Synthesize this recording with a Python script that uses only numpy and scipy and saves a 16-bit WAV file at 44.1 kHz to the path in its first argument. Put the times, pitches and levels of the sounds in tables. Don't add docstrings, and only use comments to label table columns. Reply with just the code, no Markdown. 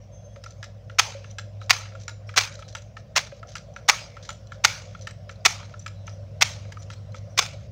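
import sys
import numpy as np
from scipy import signal
from scipy.fft import rfft, irfft, next_fast_len
from scipy.io import wavfile
from scipy.ndimage import uniform_filter1d, minimum_filter1d, map_coordinates

SR = 44100
rng = np.random.default_rng(int(sys.argv[2]) if len(sys.argv) > 2 else 0)


def materialize(psi):
    bounded = np.clip(np.atleast_2d(psi).T, -1, 1)
    quanta = np.round(bounded * 32767).astype(np.int16)
    wavfile.write(sys.argv[1], SR, quanta)


def invert_db(level):
    return 10 ** (np.asarray(level, dtype=float) / 20)


N = 340011

# blow in seconds, level in dB, rattle length in s, lead of the catch in s, catch in dB.
SLAMS = [
    (0.993, -2, 0.0048, 0.0057, -9),
    (1.705, -2.5, 0.0054, 0.006, -13.5),
    (2.3758, -6.5, 0.0014, 0.0056, -16),
    (3.1678, -8, 0.0042, 0.0058, -9),
    (3.8951, -5.5, 0.0049, 0.0079, -7.5),
    (4.6467, -3.5, 0.0063, 0.006, -18),
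    (5.458, -2.5, .0055, .0056, -8),
    (6.42, -4, 0.0071, 0.0086, -13),
    (7.3905, -7.5, 0.003, 0.0014, -5.5),
]
# start in seconds, peak in dB, rebound after in s, rebound in dB, drag in dB.
STOPS = [(0.628, -25.5, 0.012, -29.5, -51), (1.384, -18.5, 0.01, -30, -51), (2.08, -20.5, 0.013, -29, -51),
         (2.7501, -18.5, 0.0165, -31.5, -50), (3.5532, -19, 0.012, -26.5, -46.5),
         (4.29, -19, 0.013, -24.5, -49), (5.0705, -19, .0372, -34, -55), (5.8618, -21, 0.016, -28.5, -59),
         (6.9012, -27, 0.033, -33, -51.5)]
# start in seconds, peak in dB, tube ring in dB, drag in dB.
RETURNS = [(0.897, -30, -9.5, -62.5), (1.614, -30, -5.5, -53), (2.291, -25, -10, -53),
           (2.9677, -24.5, -11, -56), (3.762, -24, -10, -57), (4.5188, -25.5, -6, -55),
           (5.2924, -24, -10, -52.5), (6.0767, -25, -10, -56), (7.144, -28, -7.5, -49.5)]
# frequency in Hz, level in dB per Hz.
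GRIT = [(590, -45), (1000, -15.5), (1660, -6), (2790, -10), (3980, -3), (4540, -5.5), (6120, -2),
        (8900, -31), (14000, -44.5)]
# time in seconds, pitch in Hz, level in dB.
PASSER = [
    (0, 74, -64),
    (2.5, 77, -63),
    (4, 81.7, -59.5),
    (6, 83.5, -53),
    (6.3, 73.9, -50.5),
    (7.7, 74.1, -48),
]


def unit(x):
    return x / np.sqrt(np.mean(x ** 2) + 1e-20)


def along(points, hz):
    f, v = np.transpose(points)
    return np.interp(np.log(hz + 1), np.log(f + 1), v)


def curves(rows):
    s, *cols = np.transpose(rows)
    return [np.interp(np.arange(N) / SR, s, c) for c in cols]


def wobble(rate):
    knots = rng.standard_normal(int(N * rate / SR) + 4)
    return map_coordinates(knots, [np.arange(N) * rate / SR])


def causal(gain, size=2048):
    cep = irfft(np.log(gain(np.fft.rfftfreq(size, 1 / SR)) + 1e-6), size)
    cep[1:size // 2] *= 2
    cep[size // 2 + 1:] = 0
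    h = irfft(np.exp(rfft(cep)), size)
    return h / np.linalg.norm(h)


def add(track, s, sound):
    part = track[round(s * SR):][:len(sound)]
    part += sound[:len(part)]


def split(x, edge_hz):
    m = next_fast_len(N)
    low = irfft(rfft(x, m) / (1 + (np.fft.rfftfreq(m, 1 / SR) / edge_hz) ** 6), m)[..., :N]
    return low, x - low


def rush(spectrum, patchy_db):
    z = signal.stft(rng.standard_normal(N + 512), nperseg=512)[2]
    field = uniform_filter1d(rng.standard_normal(z.shape), size=4, axis=0)
    field = uniform_filter1d(field, size=9, axis=1)
    x = signal.istft(z * invert_db(patchy_db * unit(field)), nperseg=512)[1][:N]
    m = next_fast_len(N + 8192)
    colour = invert_db(along(spectrum, np.fft.rfftfreq(m, 1 / SR)))
    return unit(irfft(rfft(x, m) * colour, m)[:N])


def grainy(spectrum, rate, spread_db):
    grains = rng.standard_normal(N) * invert_db(spread_db * wobble(rate))
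    return unit(signal.fftconvolve(grains, causal(lambda f: invert_db(along(spectrum, f))))[:N])


def background():
    # time in seconds, strength in dB.
    gusts = [(0, -1.5), (.9, 0), (2.0, 1), (2.9, -1), (4.0, 1.9), (5.5, 1.5), (6.4, 2.3), (7.0, 4),
             (7.71, 1.2)]
    # frequency in Hz, level in dB per Hz.
    rumble_colour = [(14, -48.5), (25, -31.5), (40, -18), (60, -13.5), (100, -1), (140, -3.5), (200, -12),
                     (250, -22.5), (350, -27.5), (480, -49.5), (800, -110)]
    # frequency in Hz, level in dB per Hz.
    traffic_colour = [(190, -61.5), (330, -15), (365, -21.5), (510, -0.5), (563, 2.5), (789, -11),
                      (870, -28.5), (1000, -27.5), (1300, -42.5), (2200, -120)]
    # frequency in Hz, level in dB per Hz.
    hiss_colour = [(530, -40), (900, -7.5), (968, -4), (1710, -9.5), (1930, -9.5), (3580, -13.5),
                   (4040, -15.5), (4570, -15), (5480, -10), (9220, -35), (15000, -38), (16300, -33.5)]
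    breeze_db, = curves(gusts)
    near_db = curves(PASSER)[1]
    vehicle_share, breeze_share = 0.3, 0.36
    rumble_db = -48 + vehicle_share * (near_db - near_db.mean()) + 0.84 * wobble(0.71)
    rumble = invert_db(rumble_db) * rush(rumble_colour, patchy_db=-1.0)
    traffic_db = -52 + breeze_share * breeze_db + 0.29 * wobble(6.4) + 0.4 * wobble(0.96)
    traffic = invert_db(traffic_db) * rush(traffic_colour, patchy_db=3.0)
    return rumble + traffic + invert_db(-64.5 + breeze_db) * rush(hiss_colour, patchy_db=2.4)


def engines():
    # time in seconds, pitch in Hz, level in dB.
    drone = [(0.0, 102.73, -49.0), (0.77, 101.51, -44.6), (1.54, 101.49, -40.2), (2.31, 101.62, -41.8),
             (3.08, 101.81, -50.6), (3.85, 101.32, -53.8), (4.62, 99.96, -46.7), (5.39, 99.45, -43.6),
             (6.16, 99.65, -39.7), (6.93, 100.08, -41.2), (7.7, 100.09, -44.8)]
    # multiple of the pitch, level in dB.
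    orders = [(.5, -59), (1.25, -59), (1.5, -61), (1.75, -60), (2, -61)]
    # time in seconds, pitch in Hz, level in dB.
    fan = [(0.0, 108.72, -54.5), (1.54, 108.77, -50.0), (3.08, 108.7, -50.1), (4.62, 108.76, -50.8),
           (6.16, 108.77, -48.9), (7.7, 108.84, -46.5)]
    # pitch in Hz, level in dB.
    hum_hz, hum_db = (58.2, -53.5)
    turn = lambda hz: 2 * np.pi * np.cumsum(hz) / SR
    hz, db = curves(drone)
    out = invert_db(db + 4.5 + 0.7 * wobble(10)) * np.cos(turn(hz))
    for multiple, order_db in orders:
        out += invert_db(order_db + 3 * wobble(1.5)) * np.cos(multiple * turn(hz) + 1.5 * wobble(3))
    hz, db = curves(fan)
    out += invert_db(db + 2.5) * np.cos(turn(hz))
    hz, db = curves(PASSER)
    vehicle_level = invert_db(db + 2.5 * wobble(2.5))
    out += vehicle_level * (np.cos(turn(hz)) + 0.8 * np.cos(2 * turn(hz) + wobble(2.5)))
    return out + invert_db(hum_db + 3 + 0.6 * wobble(3)) * np.cos(turn(np.full(N, hum_hz)))


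def whines():
    # start in seconds, length in s, pitch in Hz, level in dB.
    squeals = [(.0, 0.066, 5700, -65.5), (1.598, 0.053, 3910, -55), (2.26, 0.049, 5440, -55.5),
               (2.823, 0.074, 6300, -68), (0.557, 0.079, 6400, -67), (0.41, .04, 5300, -64),
               (2.634, 0.046, 4000, -58), (3.48, .03, 6050, -56), (3.85, 0.035, 5700, -64.5),
               (4.091, 0.12, 2240, -60), (4.33, .12, 5470, -71), (4.54, 0.054, 3360, -72),
               (5.79, 0.017, 7200, -52), (5.92, 0.14, 3960, -65.5), (6.092, 0.079, 5860, -60),
               (6.776, 0.049, 5900, -55), (6.955, 0.036, 4270, -59), (6.12, .04, 3300, -65),
               (7.191, 0.055, 2080, -66.5), (7.288, 0.054, 5870, -62)]
    out = np.zeros(N)
    for s, length, hz, db in squeals:
        t = np.arange(round(length * SR)) / SR
        flutter = uniform_filter1d(rng.standard_normal((2, SR // 4)), size=150)[:, :len(t)]
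        band = flutter[0] * np.cos(2 * np.pi * hz * t) + flutter[1] * np.sin(2 * np.pi * hz * t)
        add(out, s, invert_db(db) * unit(band) * np.sqrt(np.hanning(len(t))))
    return out


def squeak():
    # time in seconds, level in dB.
    swell = [
        (0.115, -74),
        (0.135, -61.5),
        (0.256, -61),
        (0.33, -65),
        (0.375, -69),
    ]
    # frequency in Hz, level in dB.
    partials = [(6293, 0), (3321, -12), (8861, -27)]
    t = np.arange(N) / SR
    on = (t > swell[0][0]) & (t < swell[-1][0])
    tone = np.zeros(N)
    for hz, db in partials:
        tone += invert_db(db + 4.5 * wobble(35)) * np.sin(2 * np.pi * hz * t + 0.9 * wobble(70))
    return on * invert_db(curves(swell)[0] + 3.5) * tone


def knocks():
    # start in seconds, peak in dB, tube ring in dB.
    unlatch = [(0.461, -34.5, 2.5), (1.2426, -30.5, -18), (1.9503, -33, -2), (2.623, -28, -8.5),
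               (3.4286, -31.5, -0.5), (4.167, -30.5, -3.5), (4.948, -33.5, 1), (5.7385, -36.5, 1.5),
               (6.769, -34, 0)]
    # start in seconds, peak in dB, tube ring in dB, bright edge in dB.
    strays = [(0.3592, -36.5, -12, -17), (0.438, -30, -17, -5.5), (1.921, -41, -7, -21),
              (2.3393, -34, -3, -10), (2.59, -38.5, 0, -2), (3.2696, -35.5, -12, -5),
              (3.318, -34, -17, -21), (4.18, -42, -20, -18), (2.783, -38, -20, -6), (2.821, -46, -32, -3),
              (5.627, -33, -11, -22), (1.855, -35, -8, -20), (5.694, -43, -17, -10),
              (6.6505, -36, -28, -19), (6.721, -30.5, -36, -5.5)]
    events = [(*row, -20) for row in unlatch]
    events += [(*row[:3], -20) for row in RETURNS]
    events += [(s, db, -12, -12) for s, db, *_ in STOPS]
    events += [(s + after, db, -28, -8.5) for s, _, after, db, _ in STOPS]
    return events + strays


def clicks():
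    # pitch in Hz, time to silence in s, swell in s.
    tube_hz, tube_t60, swell_s = (1335, .021, .002)
    # frequency in Hz, t60 in s, level in dB.
    links = [(903, 0.044, -14), (1710, 0.037, -5), (1540, 0.016, -6), (2240, 0.014, -3), (3330, 0.029, -10),
             (4000, 0.012, -2), (4600, 0.0077, -7.5), (4960, .02, -7.5), (5950, 0.014, -4),
             (7200, 0.046, -16)]
    # frequency in Hz, level in dB per Hz.
    snap = [(470, -48), (800, -23), (1340, -0.5), (1720, -8.5), (2070, -3), (5310, -11), (5940, -10),
            (10300, -35.5), (14800, -38), (16000, -39)]
    dull, bright, rings = np.zeros((3, N))
    t = np.arange(SR // 20) / SR
    swell = (1 - np.exp(-t / 0.0008)) ** 2
    for s, db, tube_db, edge_db in knocks():
        fade = invert_db(db - 60 * t / 0.031) * (1 - np.exp(-t / 0.0012))
        add(dull, s, invert_db(-8) * fade * rng.standard_normal(len(t)))
        add(bright, s, invert_db(edge_db - 3.0) * fade * rng.standard_normal(len(t)))
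        tube_level = invert_db(db + tube_db + 4 - 60 * (t / tube_t60) ** 2) * (1 - np.exp(-t / swell_s)) ** 2
        tube_phase = 2 * np.pi * tube_hz * rng.normal(1, 0.017) * t
        waver = uniform_filter1d(np.cumsum(rng.normal(0, 0.075, len(t))), size=40)
        add(rings, s, tube_level * np.sin(tube_phase + waver))
        for hz, t60, link_db in links:
            size_db = db - 8 + link_db + rng.normal(0, 4.9)
            size_db += (edge_db + 10.5) * np.clip(hz / 2500 - 1, 0, 1)
            size_db += (hz < 1000) * (db + 30) * 0.5
            ring = np.sin(2 * np.pi * hz * rng.normal(1, 0.03) * t)
            add(rings, s, invert_db(size_db - 60 * t / t60) * np.sqrt(swell) * ring)
    low = causal(lambda f: invert_db(along(snap, f)) / np.hypot(1, (f / 3300) ** 4))
    high = causal(lambda f: invert_db(along(snap, f)) / np.hypot(1, (4600 / (f + 1)) ** 4))
    return rings + signal.fftconvolve(dull, low)[:N] + signal.fftconvolve(bright, high)[:N]


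def drags():
    # start in seconds, length in s, level in dB.
    free = [(0.498, 0.036, -60), (.943, .0087, -66), (0.362, .03, -63), (.468, .02, -56), (2.597, .02, -53),
            (1.252, 0.087, -60), (1.996, 0.063, -54), (2.517, 0.03, -49), (2.68, 0.075, -51.5),
            (2.817, 0.0092, -65), (3.362, .023, -70), (3.479, 0.034, -51), (3.523, 0.0099, -53),
            (3.886, .0069, -40), (4.225, 0.058, -46.5), (5.016, 0.042, -54.5), (5.443, .009, -53),
            (5.796, 0.069, -60), (6.061, 0.024, -53.5), (6.816, 0.02, -52), (7.369, .006, -48)]
    after_stops = [(row[0] + 0.0103, 0.022, row[-1]) for row in STOPS]
    after_returns = [(row[0] + 0.0087, 0.028, row[-1]) for row in RETURNS]
    return after_stops + after_returns + free


def scrapes():
    level = np.zeros(N)
    for s, length, db in drags():
        t = np.arange(round((length + 0.04) * SR)) / SR
        fade_db = db + 2.5 - 220 * t - 60 * np.maximum(t - length, 0) / 0.05
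        add(level, s, invert_db(fade_db) * (1 - np.exp(-t / 0.0015)))
    return level * invert_db(2.2 * wobble(90) - 0.6) * grainy(GRIT, rate=420, spread_db=3.5)


def ticks():
    # start in seconds, peak in dB, pitch in Hz.
    pin_ticks = [(.4389, -33, 4990), (.452, -42, 2100), (.5044, -48, 4040), (.506, -45, 7250),
                 (1.3048, -36, 5950), (1.306, -44, 4000), (2.1138, -39, 3900), (2.34, -45, 3100),
                 (2.735, -48, 4100), (2.742, -44, 6100), (3.3952, -46, 4760), (4.4697, -43, 4040),
                 (4.532, -47, 4900), (4.9736, -49, 6705), (5.286, -47, 5200), (5.4061, -48, 4860),
                 (5.7938, -29, 5930), (5.8243, -37, 6050), (6.0682, -42, 2800), (6.723, -38, 2200),
                 (6.724, -40, 3100), (6.822, -39, 7040), (6.935, -40, 4050), (7.1207, -42, 4100),
                 (7.1667, -41, 3460)]
    # start in seconds, peak in dB, pitch in Hz, t60 in s.
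    thuds = [
        (.366, -33, 560, .1),
        (1.149, -28, 557, .11),
        (3.323, -29, 566, .1),
    ]
    # start in seconds, peak in dB, pitch in Hz, t60 in s.
    springs = [
        (4.652, -49, 12400, .18),
        (5.46, -46, 12400, .2),
        (4.328, -45, 8000, .025),
        (5.108, -41, 8000, .025),
        (6.935, -45, 7800, .025),
    ]
    out, t = np.zeros(N), np.arange(SR // 6) / SR
    pin_t60 = 0.026
    for s, db, hz, t60 in [(*tick, pin_t60) for tick in pin_ticks] + thuds + springs:
        waver = uniform_filter1d(np.cumsum(rng.normal(0, 0.026, len(t))), size=30)
        ring = np.sin(2 * np.pi * hz * t + waver * np.sqrt(hz / 6000))
        add(out, s, invert_db(db - 2.0 - 60 * t / t60) * ring * (1 - np.exp(-t / 0.00095)) ** 2)
    return out


def rattles():
    # start in seconds, peak in dB.
    pin_hits = [(0.46, -41), (0.5006, -49), (0.5063, -42), (0.9453, -57), (1.3108, -37), (1.6394, -44),
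                (1.661, -43), (1.8094, -32.5), (1.9974, -54), (2.0118, -42), (2.018, -38), (2.0343, -37),
                (2.3114, -46), (2.5406, -38), (2.5533, -34), (2.6024, -42), (2.68, -40), (2.6998, -42),
                (2.726, -38), (2.82, -47.5), (3.3662, -47), (3.3744, -51), (3.4715, -48), (3.489, -40),
                (3.5186, -34.5), (3.581, -35.5), (3.738, -52), (3.7824, -50), (4.229, -43), (4.2348, -39),
                (4.2522, -36), (4.2614, -49), (4.3164, -39), (4.3274, -40.5), (4.4707, -47.5),
                (4.9915, -47), (5.011, -39), (5.021, -37), (5.0877, -39.5), (5.3114, -42.5), (5.357, -50),
                (6.0682, -40), (6.8212, -44), (6.8293, -39.5), (7.1207, -49), (7.1656, -48.5),
                (7.1822, -45)]
    # frequency in Hz, t60 in s, level in dB.
    pin_modes = [(3200, .02, -12), (4140, .025, -7.5), (5000, .018, -8.5), (6050, 0.025, -1.5),
                 (6700, 0.018, -7.5), (7200, .02, -10.5)]
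    out, snaps, t = np.zeros(N), np.zeros(N), np.arange(SR // 20) / SR
    for s, db in pin_hits:
        add(snaps, s, invert_db(db - 12 - 60 * t / 0.035) * rng.standard_normal(len(t)))
        for hz, t60, mode_db in pin_modes:
            waver = np.cumsum(rng.normal(0, 0.07, len(t)))
            peak_db = db - 4.0 + mode_db + rng.normal(0, 5.0)
            level = invert_db(peak_db - 60 * t / t60) * (1 - np.exp(-t / 0.0007))
            add(out, s, level * np.sin(2 * np.pi * hz * rng.normal(1, 0.015) * t + waver))
    return out + signal.fftconvolve(snaps, causal(lambda f: invert_db(along(GRIT, f))))[:N]


def contacts():
    # start in seconds, level in dB, rattle length in s.
    stumbles = [(1.6955, -14.5, 0.00072), (1.732, -24, 0.0054), (2.361, -28, 0.013), (2.378, -18, 0.005),
                (2.3827, -16.5, 0.0081), (2.405, -29, 0.00075), (2.408, -23, 0.0018),
                (2.418, -32.5, 0.0015), (2.435, -29.5, 0.0035), (2.45, -33, 0.0032), (3.1551, -30, .004),
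                (3.1755, -8, 0.0038), (3.181, -16, 0.003), (3.19, -18.5, 0.0012), (3.88, -31.5, .003),
                (4.646, -14, 0.0013), (5.451, -15.5, 0.0013), (7.375, -27, .0044), (7.377, -17, 0.0058)]
    rows = []
    for s, db, hold, lead, catch_db in SLAMS:
        rows += [(s - lead - 0.0027, catch_db - 10.5, 0.003),
                 (s - lead, catch_db, 0.49 * lead),
                 (s, db, hold),
                 (s + hold + 0.0019, db - 15, 0.005)]
    return rows + stumbles


def slams():
    # frequency in Hz, width in Hz, level in dB.
    action = [(1310, 96, -5.5), (2240, 170, -2.5), (3450, 67, 1.5), (4170, 80, -10), (4770, 92, -12),
              (5520, 67, -13.5), (6350, 99, -1)]
    # frequency in Hz, level in dB per Hz.
    blow_colour = [(215, -52.5), (330, -17.5), (552, -15), (760, -6), (1270, -4.5), (1600, -5.5),
                   (2330, -4), (3200, -9), (5450, -6.5), (6800, -11), (9000, -24), (13000, -34),
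                   (14900, -22.5), (15800, -29)]
    # body in dB, edge in dB, thump in dB.
    grip = [(-0.2, -0.55, -6.5), (-1.5, 0.1, 1), (4.5, 4.5, 10), (-0.5, -1.9, 3), (3.5, 2.5, 1.5),
            (-0.4, 0.5, -1), (0.5, 0.5, 2.5), (-3.5, -0.5, -5.5), (1.5, 2.1, 3.5)]
    hits, t = np.zeros(N), np.arange(SR // 20) / SR
    for s, db, hold in contacts():
        strengths_db = 2.5 * rng.standard_normal(len(t) // 21).repeat(21)
        impacts = rng.standard_normal(len(t)) * invert_db(strengths_db)
        impacts /= np.std(impacts[:round((hold + 0.002) * SR)])
        impacts *= (1 + 0.5 * np.exp(-t / 0.0012)) * (1 - np.exp(-t / 0.0004))
        add(hits, s, impacts * invert_db(db - 3.0 - 60 * np.maximum(t - hold, 0) / 0.015))
    modes = lambda f: 0.67 + sum(invert_db(db) * w / np.hypot(w, f - c) for c, w, db in action)
    low_cut = lambda f: np.hypot(1, (420 / (f + 1)) ** 4)
    receiver = causal(lambda f: invert_db(along(blow_colour, f)) * modes(f) / low_cut(f))
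    sound = signal.fftconvolve(hits, receiver)[:N]
    body, rest = split(sound, edge_hz=1700)
    middle, edge = split(rest, edge_hz=2100)
    thump, body = split(body, edge_hz=420)
    body_db, edge_db, thump_db = np.transpose(grip)
    starts = np.transpose(SLAMS)[0] - 0.03
    stroke = np.maximum(np.searchsorted(starts, np.arange(N) / SR) - 1, 0)
    body = invert_db(body_db[stroke]) * (body + invert_db(thump_db[stroke]) * thump)
    return body + middle + invert_db(edge_db[stroke]) * edge


def settling():
    # level in dB, hold in s, fade in dB per s.
    settle = [(-32.5, .012, 117.5), (-31, 0.01, 132.5), (-29, 0.029, 201), (-33, 0.0062, 216),
              (-30.5, 0.014, 135), (-30, 0.014, 119), (-31.5, 0.0075, 123.5), (-33, 0.02, 123.5),
              (-30.5, 0.0082, 168)]
    # frequency in Hz, level in dB per Hz.
    shot = [(250, -61), (450, -11), (870, -1.5), (1010, -5.5), (2300, -4.5), (3500, -3), (4830, -7),
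            (6500, -6.5), (7800, -16.5), (10400, -26), (13000, -35.5), (14800, -24.5), (15800, -29.5)]
    # frequency in Hz, width in Hz, boost as a factor.
    tail_bands = [(1290, 130, 1.1), (2300, 200, 1.6), (4130, 120, 0.62), (4892, 230, 1), (5540, 110, 0.72),
                  (6300, 250, 1.2)]
    level, t = np.zeros(N), np.arange(N) / SR
    rise_s, end_db = 0.021, -57.5
    for (blow, *_), (db, hold, fade) in zip(SLAMS, settle):
        s = blow + np.cumsum([0, rise_s, hold, (db - end_db) / fade, 0.09])
        level += invert_db(np.interp(t, s, [-50, db, db, end_db, end_db - 3.0], -120, -120))
    mix = 0.6 * grainy(shot, rate=220, spread_db=3.5) + 0.75 * rush(shot, patchy_db=4.5)
    streaks = causal(lambda f: 1 + sum(boost * w ** 2 / (w ** 2 + (f - c) ** 2) for c, w, boost in tail_bands))
    low, treble = split(unit(signal.fftconvolve(mix, streaks)[:N]), edge_hz=8500)
    return level * (low + treble * np.minimum(level / invert_db(-39.0), 1.2) ** 1.1)


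def yard(x, wet_db, gap):
    # frequency in Hz, t60 in s.
    decay = [(300, 0.25), (1000, 0.14), (3000, 0.3), (7000, 0.29), (16000, 0.079)]
    # delay in seconds, level in dB.
    walls = [
        (.029, -24),
        (.155, -41.5),
    ]
    out, step = np.zeros(N), SR // 40
    for i in range(0, N, step):
        hz, t, z = signal.stft(rng.standard_normal(SR // 5), SR, nperseg=256)
        tail = signal.istft(z * invert_db(-60 * t / along(decay, hz)[:, None]), SR, nperseg=256)[1]
        tail /= np.linalg.norm(tail)
        add(out, i / SR + gap, invert_db(wet_db) * signal.fftconvolve(x[i:i + step], tail))
    for delay, db in walls:
        add(out, delay, invert_db(db) * x)
    return out


def scene():
    blows = slams()
    linkage = clicks() + ticks() + rattles() + scrapes() + squeak() + whines()
    faint = invert_db(-3.5) * linkage
    echoes = yard(invert_db(-14.0) * blows + faint, wet_db=-11.5, gap=0.016)
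    return (blows + linkage + echoes + settling() + engines() + background())[None]


def top_cut(x):
    return signal.sosfilt(signal.butter(12, 16640, fs=SR, output="sos"), x)


def record(dry):
    # frequency in Hz, level in dB per Hz.
    self_noise = [(9000, -11), (12500, -9.5), (14200, -3.5), (15000, -2), (15600, -0.5), (16000, -30)]
    low_pass = lambda x, hz: signal.sosfilt(signal.ellip(8, 0.5, 70, hz, fs=SR, output="sos"), x)
    fade_in = np.minimum(np.arange(N) / 100, 1)
    heard = low_pass(dry * fade_in + invert_db(-86.5) * rush(self_noise, patchy_db=1.0), 15750)
    needed = np.minimum(1, 0.95 / (np.abs(heard) + 1e-9))
    gain = uniform_filter1d(minimum_filter1d(needed, size=17), size=15)
    return top_cut(low_pass(heard * gain, 16050))


dry = scene()
out = record(dry)
materialize(out)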